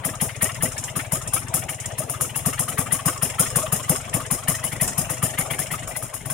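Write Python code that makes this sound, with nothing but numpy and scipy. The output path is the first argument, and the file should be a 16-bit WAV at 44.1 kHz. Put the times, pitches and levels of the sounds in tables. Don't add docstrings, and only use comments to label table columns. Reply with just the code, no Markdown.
import sys
import numpy as np
from scipy import signal
from scipy.fft import rfft, irfft, next_fast_len
from scipy.io import wavfile
from scipy.ndimage import uniform_filter1d

SR = 44100
rng = np.random.default_rng(int(sys.argv[2]) if len(sys.argv) > 2 else 0)


def generate_wav(signal):
    frames = np.transpose(np.atleast_2d(signal))
    scaled = np.clip(frames, -1, 1) * 32767
    pcm = np.round(scaled).astype(np.int16)
    wavfile.write(sys.argv[1], SR, pcm)


N = 279153

# (time [s], strength of the pressure front [dB], strength of the gas thump [dB])
FIRINGS = [(0.05, -16.5, -25), (0.2145, -12.5, -24), (0.4231, -11, -23.5), (0.626, -11.5, -24),
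           (0.9624, -20, -26.5), (1.1231, -13.5, -25.5), (1.3367, -12.5, -29), (1.5414, -12, -27.5),
           (1.6937, -23, -31), (1.9846, -19, -29.5), (2.0984, -20, -32.5), (2.2112, -13, -30),
           (2.3604, -18.5, -30.5), (2.4613, -13.5, -22), (2.594, -15, -27.5), (2.6863, -20, -32.5),
           (2.784, -15, -24), (2.9235, -13.5, -27), (3.0593, -11, -20.5), (3.2247, -12, -25),
           (3.3966, -8, -22), (3.5603, -10.5, -22), (3.7252, -10.5, -23), (3.8958, -10.5, -20.5),
           (4.141, -15.5, -23), (4.312, -12, -23.5), (4.4842, -11, -23), (4.6417, -17.5, -30.5),
           (4.7257, -31.5, -29.5), (4.8134, -11.5, -23.5), (4.9806, -12.5, -24), (5.1015, -19.5, -27),
           (5.229, -12, -22.5), (5.3866, -15.5, -26), (5.5094, -24, -28), (5.5921, -17.5, -29),
           (5.7162, -21.5, -29), (5.8805, -25.5, -41), (5.965, -23.5, -42), (6.0269, -25, -33.5),
           (6.1424, -25, -37.5), (6.259, -28.5, -32.5), (6.3025, -18.5, -30)]
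# (time [s], relative level [dB])
CHINKS = [(0.357, -31), (0.545, -24), (0.719, -23), (0.779, -16), (0.838, -16.5), (1.215, -26.5),
          (1.274, -19.5), (1.8, -20.5), (1.857, -22), (2.532, -23.5), (2.662, -40), (2.86, -30),
          (3.299, -21.5), (3.465, -15.5), (3.502, -21.5), (3.626, -19.5), (3.828, -23.5), (3.96, -17.5),
          (4.376, -28), (4.549, -19.5), (4.876, -12.5), (5.304, -24.5)]
# (time [s], speed [turns per second])
CRANK_SPEED = [(0, 19.4), (2, 18.6), (3.1, 22.4), (6.3, 24.2)]
# (time at their height [s], relative level [dB], centre of the ring [Hz])
HARD_SLAPS = [(0.045, -30, 2170), (0.093, -32.5, 1990), (.142, -33.5, 1300), (0.208, -29.5, 2000),
              (0.296, -31.5, 1700), (.419, -23.5, 2020), (.46, -28, 1580), (.499, -27.5, 1470),
              (.615, -31.5, 1780), (0.661, -29, 1760), (0.772, -33.5, 1740), (.888, -32.5, 1860),
              (.962, -28.5, 1420), (0.999, -27.5, 1760), (1.121, -34.5, 1870), (1.159, -30.5, 1370),
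              (1.371, -25.5, 1440), (1.576, -33, 1370), (1.628, -33, 1660), (1.693, -29.5, 1750),
              (2.145, -31, 1370), (2.353, -32, 2260), (2.457, -31.5, 1170), (2.492, -32.5, 1490),
              (2.536, -28.5, 1520), (2.585, -30.5, 1820), (2.687, -28, 1420), (2.783, -24, 1410),
              (2.814, -31, 1170), (2.868, -31.5, 1500), (2.917, -28.5, 1690), (2.952, -30, 1150),
              (2.997, -30.5, 1120), (3.057, -35, 1300), (3.086, -21, 1120), (3.165, -32, 1190),
              (3.222, -30, 1480), (3.392, -24.5, 1430), (3.432, -26, 1200), (3.464, -29, 1600),
              (3.558, -30, 1700), (3.588, -27.5, 1120), (3.623, -30, 1150), (3.666, -30, 1150),
              (3.726, -30.5, 1410), (3.888, -29, 1120), (3.924, -32, 1600), (3.958, -28, 1280),
              (4.084, -35, 1100), (4.138, -28.5, 2080), (4.169, -32, 1250), (4.206, -28, 1190),
              (4.311, -30.5, 1350), (4.483, -26, 1850), (4.513, -29.5, 1220), (4.549, -29.5, 1650),
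              (4.638, -31.5, 1900), (4.726, -31, 2010), (4.808, -26.5, 2050), (5.099, -31, 1700),
              (5.228, -30, 1520), (5.384, -26, 2020), (5.414, -27, 2060), (5.51, -27.5, 2150),
              (5.541, -29, 1950), (5.591, -31, 1950), (5.623, -32, 1980), (5.714, -29, 2200),
              (5.742, -27.5, 1290), (5.96, -31.5, 2200), (6.304, -32, 1370)]
# (time [s], relative level [dB])
HONKS = [(2.01, -31.5), (3.645, -23)]
# (delay after the thump [s], pitch [Hz], level against the thump [dB])
WHOOPS = [(0.01691, 248, -14), (0.033, 372, -20.5), (0.01417, 530, -21), (.006, 777, -19)]

# (frequency [Hz], width [Hz], relative level [dB])
SILENCER_RESONANCES = [(255.3, 9.4, -1.5), (396, 13, -6.5), (510.7, 14, 1.5), (633, 31.5, 9),
                       (706, 264, -3.5), (892, 10, -1), (1140, 110, -2), (1260, 40, -1.5)]
# (frequency [Hz], relative level [dB], time to fall 60 dB
# [s])
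STEEL_TONES = [(5148, -3, 0.3), (6530, -4, 0.3), (7290, -1, 0.3), (8666, 2, 0.3), (9265, 8, 0.3),
               (9747, 6, 0.25), (10447, 5, 0.2), (10790, 5, 0.25)]
# (frequency [Hz], relative level [dB])
BARREL_TONES = [(1090, 3.5), (1165, 5), (1265, 0), (1450, -12), (1780, -3), (1890, -8.5), (2000, -4),
                (2085, -5.5), (2280, -6.5), (2450, -9.5), (2840, -1), (3250, -5.5)]

# (frequency [Hz], relative level [dB])
PING_COLOUR = [(3000, -59), (7000, -44), (8500, -1), (9600, 10), (10600, 8), (11500, 1.5), (13500, -2.5),
               (15700, -7.5)]
# (frequency [Hz], relative level [dB])
RING_COLOUR = [(1500, -14.5), (3200, -11), (3900, -14.5), (4650, -23), (5200, 0), (5800, -5), (7000, 2),
               (8200, -1.5), (9100, 4.5), (10500, -24), (13000, -28), (16000, -36)]
# (frequency [Hz], relative level [dB])
BARK_COLOUR = [(40, 1), (120, 16.5), (220, -2.5), (350, 0), (700, -6.5), (1200, -8), (1700, -15),
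               (3000, -7.5), (4500, -72)]
# (frequency [Hz], relative level [dB])
RATTLE_COLOUR = [(300, -43), (800, -1.5), (1150, 4), (1500, 6.5), (1900, -4.5), (2450, 1), (3000, 3),
                 (3450, 1), (3750, -8.5), (4600, -7), (5500, -47), (9000, -4), (12000, -11)]
# (frequency [Hz], relative level [dB])
WHIRR_COLOUR = [(15, -22), (25, -14), (40, 3.5), (75, -3), (130, 3.5), (340, -7.5), (500, -5), (640, 0),
                (850, -5), (1200, -12), (1600, -13.5), (2800, -13.5), (4200, -25.5), (5300, -53),
                (9000, -23), (15500, -39)]
# (frequency [Hz], relative level [dB])
CRACK_COLOUR = [(400, -15), (1000, 16), (3000, -8.5), (4200, -4), (7000, -7.5), (15000, -15.5)]
# (frequency [Hz], likeness [0 to 1])
LEFT_RIGHT_LIKENESS = [(100, 0.88), (300, 0.92), (600, 0.79), (1200, 0.31), (2500, 0.61), (5000, 0.025),
                       (12000, 0.03)]

SLOW_IDLE = 17.9
DROP_FROM_S, DROP_TO_S = 6.01, 6.06
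# (level at slow idle [dB], change per extra turn a second [dB], loss in the drop [dB])
PUFF_RUNNING = (-26.5, -0.81, 10)
WAFT_RUNNING = (-42, 0.25, 15)
SLAP_RUNNING = (-35.5, 0.23, 5.4)
TICK_RUNNING = (-35.5, 0.45, 5.4)
GEARS_RUNNING = (-40.5, 0.21, 3.4)

USUAL_CRACK_DB, USUAL_THUMP_DB = -12, -25.5
# (level for an average firing [dB], growth [dB per dB of extra strength])
PING_LAW = (-22, 0.81)
RING_LAW = (-33, 0.9)
SLAP_LAW = (-35.5, 0.19)
CRACK_LAW = (-22, 0.5)
THUMP_LAW = (-20, 1.4)
GUST_LAW = (-32, 1)

COAST_DB_PER_S = 8
SLAP_LEAD_FIRED_S, SLAP_LEAD_COASTING_S = 0.00412, 0.016
LEAD_SHRINK = 0.13
SAME_SLAP_S = .018
LIGHT_SLAP_HZ = 1650
SLAP_RISE_S, SLAP_SHARPNESS = .013, 2.47
SLAP_SPREAD = .17
SLAP_GLIDE, PUFF_GLIDE, WHOOP_GLIDE = 2.2, 6, 5.6
WHOOP_WIDTH_S = 0.0074
HONK_HZ = 624
RATTLE_DB = -6.5
STRIKE_RISE_S = .008
STEEL_PATCHY_DB, FLUTTER_DB = 5.5, 1.3
TOP_HZ = 15800


def amp(db):
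    return 10 ** (np.asarray(db) / 20)


def unit(x):
    return x / np.sqrt(np.mean(x ** 2) + 1e-20)


def along(points, hz):
    f, v = np.transpose(points)
    return np.interp(np.log(hz + 1), np.log(f + 1), v)


def at(rows, s, axis):
    rows = np.asarray(rows)
    return np.interp(s, rows[:, 0], rows[:, axis])


def filtered(x, response):
    n = x.shape[-1]
    m = next_fast_len(n + 8192)
    return irfft(rfft(x, m) * response(np.fft.rfftfreq(m, 1 / SR)), m)[..., :n]


def noise(colour, size):
    def response(hz):
        turn = np.arccos(np.clip(along(LEFT_RIGHT_LIKENESS, hz), -1, 1)) / 2
        return amp(along(colour, hz)) * [np.cos(turn), np.sin(turn)]
    mid, side = filtered(rng.standard_normal((2, size)), response)
    return unit(np.array([mid + side, mid - side]))


def sizzle(colour, patchy_db):
    z = signal.stft(noise(colour, N), nperseg=512)[2]
    field = uniform_filter1d(rng.standard_normal(z.shape[1:]), size=3, axis=0)
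    field = uniform_filter1d(field, size=9, axis=1)
    patches = amp(patchy_db * np.clip(unit(field), -3, 1.6))
    return unit(signal.istft(z * patches, nperseg=512)[1][:, :N])


def slow_random(size):
    return unit(uniform_filter1d(rng.standard_normal(N), size=size))


def pan(left_db):
    return amp([[left_db / 2], [-left_db / 2]])


def add(track, s, sound):
    start = int(round(s * SR))
    lo, hi = max(start, 0), min(start + sound.shape[-1], N)
    if hi > lo:
        track[..., lo:hi] += sound[..., lo - start:hi - start]


def bursts(times, db, rise, t60):
    t = np.arange(-SR // 20, SR // 3) / SR
    shape = amp(60 * np.where(t < 0, t / rise, -t / t60))
    power = np.zeros(N)
    for s, level in zip(times, db):
        add(power, s + t[0], (amp(level) * shape) ** 2)
    return np.sqrt(power)


def gulp(t, hz, glide, width):
    swell = np.exp(-.5 * (t / width) ** 2)
    return swell * np.cos(2 * np.pi * hz * (t + glide * t * t))


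def crank_turns(slowing=0.0406):
    before = FIRINGS[0][0] - 2 / CRANK_SPEED[0][1]
    after = FIRINGS[-1][0] + 1 / CRANK_SPEED[-1][1]
    fired = np.r_[before, np.array(FIRINGS)[:, 0], after]
    turns = []
    for a, b in zip(fired, fired[1:]):
        count = max(1, round((b - a) * at(CRANK_SPEED, a, axis=1)))
        u = np.arange(count) / count
        turns += zip(a + (b - a) * (u - slowing * u * (1 - u)), u == 0)
    return turns


def running(law, s):
    idle_db, db_per_turn, lost_db = law
    dropped = np.clip((s - DROP_FROM_S) / (DROP_TO_S - DROP_FROM_S), 0, 1)
    return idle_db + db_per_turn * (at(CRANK_SPEED, s, axis=1) - SLOW_IDLE) - lost_db * dropped


def by_crack(law):
    usual_db, growth = law
    return usual_db + growth * (np.array(FIRINGS)[:, 1] - USUAL_CRACK_DB)


def by_thump(law):
    usual_db, growth = law
    return usual_db + growth * (np.array(FIRINGS)[:, 2] - USUAL_THUMP_DB)


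def whirr():
    level = amp(running(GEARS_RUNNING, np.arange(N) / SR))
    return sizzle(WHIRR_COLOUR, patchy_db=6) * level * pan(7.2)


def slaps(turns):
    s, fires = np.transpose(turns)
    level, pitch, lag = rng.standard_normal((len(s), 3)).T * [[1.2], [.22], [.0015]]
    coasting = s - np.maximum.accumulate(s * fires)
    firing_db = np.interp(s, np.array(FIRINGS)[:, 0], by_crack(SLAP_LAW))
    idle_db = running(SLAP_RUNNING, s) - COAST_DB_PER_S * coasting
    lead = np.where(fires, SLAP_LEAD_FIRED_S, SLAP_LEAD_COASTING_S)
    lead = lead * np.exp(-LEAD_SHRINK * (at(CRANK_SPEED, s, axis=1) - SLOW_IDLE))
    light_db = np.where(fires, firing_db, idle_db) + level
    light = np.transpose([s + lag - lead, light_db, LIGHT_SLAP_HZ * np.exp(pitch)])
    free = np.abs(light[:, :1] - np.array(HARD_SLAPS)[:, 0]).min(axis=1) > SAME_SLAP_S
    return np.vstack([HARD_SLAPS, light[free]])


def piston(turns, ring_db=-2.5, upper_db=-7, upper_ratio=1.614):
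    fins, force, t = np.zeros((2, N)), np.zeros(N), np.arange(SR // 14) / SR
    shape = (t / SLAP_RISE_S * np.exp(1 - t / SLAP_RISE_S)) ** SLAP_SHARPNESS
    bent_time = t + SLAP_GLIDE * (t - SLAP_RISE_S) ** 2
    tone_hz, tone_db = np.transpose(BARREL_TONES)

    def near(hz):
        return np.exp(-.5 * (np.log(tone_hz / hz) / SLAP_SPREAD) ** 2)

    for s, db, hz in slaps(turns):
        level, detune, phase, skew = rng.standard_normal((4, len(BARREL_TONES))) * [[5], [.03], [9], [.6]]
        weight = amp(tone_db + level) * (near(hz) + amp(upper_db) * near(hz * upper_ratio))
        tones = np.exp(2j * np.pi * np.outer(tone_hz * (1 + detune), bent_time))
        sides = np.exp(1j * np.array([phase + skew, phase - skew]))
        ring = shape * np.real(weight * sides @ tones)
        add(fins, s - SLAP_RISE_S, amp(db) * unit(ring) * np.sqrt(np.mean(shape ** 2)))
        add(force, s - SLAP_RISE_S, amp(db) * shape)
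    grain = unit(amp(2.0 * slow_random(30)))
    rattle = amp(RATTLE_DB) * sizzle(RATTLE_COLOUR, STEEL_PATCHY_DB) * grain * force
    return amp(ring_db) * fins * pan(4.2) + rattle * pan(7.0)


def pipe_wall(colour, t60):
    t = np.arange(SR // 4) / SR
    return unit(noise(colour, len(t)) * amp(-60 * t / t60)) / np.sqrt(len(t))


def strike(envelope, wall):
    force = rng.standard_normal((1, N)) * envelope
    return signal.fftconvolve(force, wall, axes=1)[:, :N]


def ping(turns):
    s, ping_db, ring_db = np.array(FIRINGS)[:, 0], by_crack(PING_LAW), by_crack(RING_LAW)
    chink_s, chink_db = np.transpose(CHINKS)
    turn_s = np.array(turns)[:, 0]
    front = bursts(s, ping_db, rise=STRIKE_RISE_S, t60=0.033)
    flash = bursts(s - .0005, ping_db + 0.5, rise=STRIKE_RISE_S, t60=0.1)
    tail = bursts(s, ping_db - 2.0, rise=STRIKE_RISE_S, t60=0.17)
    chinks = bursts(chink_s + 0.0012, chink_db - 18.0, rise=STRIKE_RISE_S, t60=0.21)
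    bright = strike(front * amp(7.0), pipe_wall(PING_COLOUR, t60=0.23))
    bright = bright + sizzle(PING_COLOUR, STEEL_PATCHY_DB) * np.sqrt(flash ** 2 + tail ** 2 + chinks ** 2)
    shake = bursts(s, ring_db, rise=STRIKE_RISE_S, t60=0.11)
    tick_db = running(TICK_RUNNING, turn_s) + 1.5 * rng.standard_normal(len(turn_s))
    ticks = bursts(turn_s - .004, tick_db, rise=0.013, t60=0.052)
    scrape = bursts(s - .0005, ring_db + 0.5, rise=STRIKE_RISE_S, t60=0.081)
    clacks = bursts(chink_s + 0.0012, chink_db - 6, rise=.004, t60=0.065)
    contacts = np.sqrt(ticks ** 2 + scrape ** 2 + clacks ** 2)
    body = strike(shake * amp(10.5) + contacts * amp(-3.0), pipe_wall(RING_COLOUR, t60=.24))
    body = body + sizzle(RING_COLOUR, STEEL_PATCHY_DB) * contacts
    t = np.arange(SR // 3) / SR
    tones = np.zeros((2, len(t)))
    for hz, db, t60 in STEEL_TONES:
        tones += amp(db - 60 * t / t60) * np.sin(2 * np.pi * (hz * t + rng.random((2, 1))))
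    lines = strike(front * amp(-4.0), unit(tones) / np.sqrt(len(t)))
    flutter = amp(FLUTTER_DB * slow_random(300))
    return flutter * (bright * pan(10.8) + body * pan(1.9) + lines * pan(5.3))


def crack():
    envelope = bursts(np.array(FIRINGS)[:, 0] - .001, by_crack(CRACK_LAW), rise=0.0037, t60=0.014)
    return noise(CRACK_COLOUR, N) * envelope * pan(3.9)


def silencer(hz):
    total = 0
    for k, (centre, width, db) in enumerate(SILENCER_RESONANCES):
        damping = 1j * hz * width
        total = total + (-1) ** k * amp(db) * damping / (centre * centre - hz * hz + damping)
    return total


def bark(turns):
    fire_s, turn_s = np.array(FIRINGS)[:, 0], np.array(turns)[:, 0]
    eddies = unit(amp(2.76 * slow_random(40)))
    gust = noise(BARK_COLOUR, N) * eddies * bursts(fire_s + 0.0043, by_thump(GUST_LAW), rise=0.017, t60=0.19)
    waft_db = running(WAFT_RUNNING, turn_s)
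    waft = noise(BARK_COLOUR, N) * bursts(turn_s - .008, waft_db, rise=0.035, t60=0.17)
    honks, t = np.zeros(N), np.arange(-SR // 30, SR // 30) / SR
    for s, db in HONKS:
        add(honks, s + t[0], amp(db) * gulp(t, HONK_HZ, glide=0.78, width=0.0094))
    return (gust + amp(11.0) * filtered(gust + waft, silencer) + honks) * pan(5.9)


def outlet(hz):
    return hz / np.hypot(hz, 45)


def exhaust(turns):
    out, t = np.zeros(N), np.arange(-SR // 20, SR // 12) / SR
    for s, fires in turns:
        if fires:
            continue
        level, pitch, lag = rng.standard_normal(3) * [1.1, .03, .001]
        puff = gulp(t, hz=114 * np.exp(pitch), glide=PUFF_GLIDE, width=0.0062)
        puff = puff + amp(-24.0) * gulp(t - .022, hz=203, glide=17.0, width=0.0046)
        add(out, s + t[0] + 0.0112 + lag, amp(running(PUFF_RUNNING, s) + level) * puff)
    for (s, _, _), thump_db in zip(FIRINGS, by_thump(THUMP_LAW)):
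        heat = np.clip((thump_db + 32.0) / 12, 0, 1)
        thump_hz = (118 + 34 * heat) * np.exp(.025 * rng.standard_normal())
        thump = gulp(t, hz=thump_hz, glide=4.2, width=.009 - 0.0049 * heat)
        for after, hz, db in WHOOPS:
            level, pitch, lag = rng.standard_normal(3) * [2.5, .08, .003]
            whoop = gulp(t - after - lag, hz * np.exp(pitch), WHOOP_GLIDE, WHOOP_WIDTH_S)
            thump = thump + amp(db + level) * whoop
        add(out, s + t[0] + 0.01036, amp(thump_db) * thump)
    return filtered(out, outlet) * pan(5.9)


def scene():
    turns = crank_turns()
    return whirr() + piston(turns) + ping(turns) + crack() + bark(turns) + exhaust(turns)


def record(dry):
    rounded = dry / (1 + np.abs(dry / .85) ** 6) ** (1 / 6)
    return filtered(rounded, lambda hz: hz < TOP_HZ)


dry = scene()
out = record(dry)
generate_wav(out)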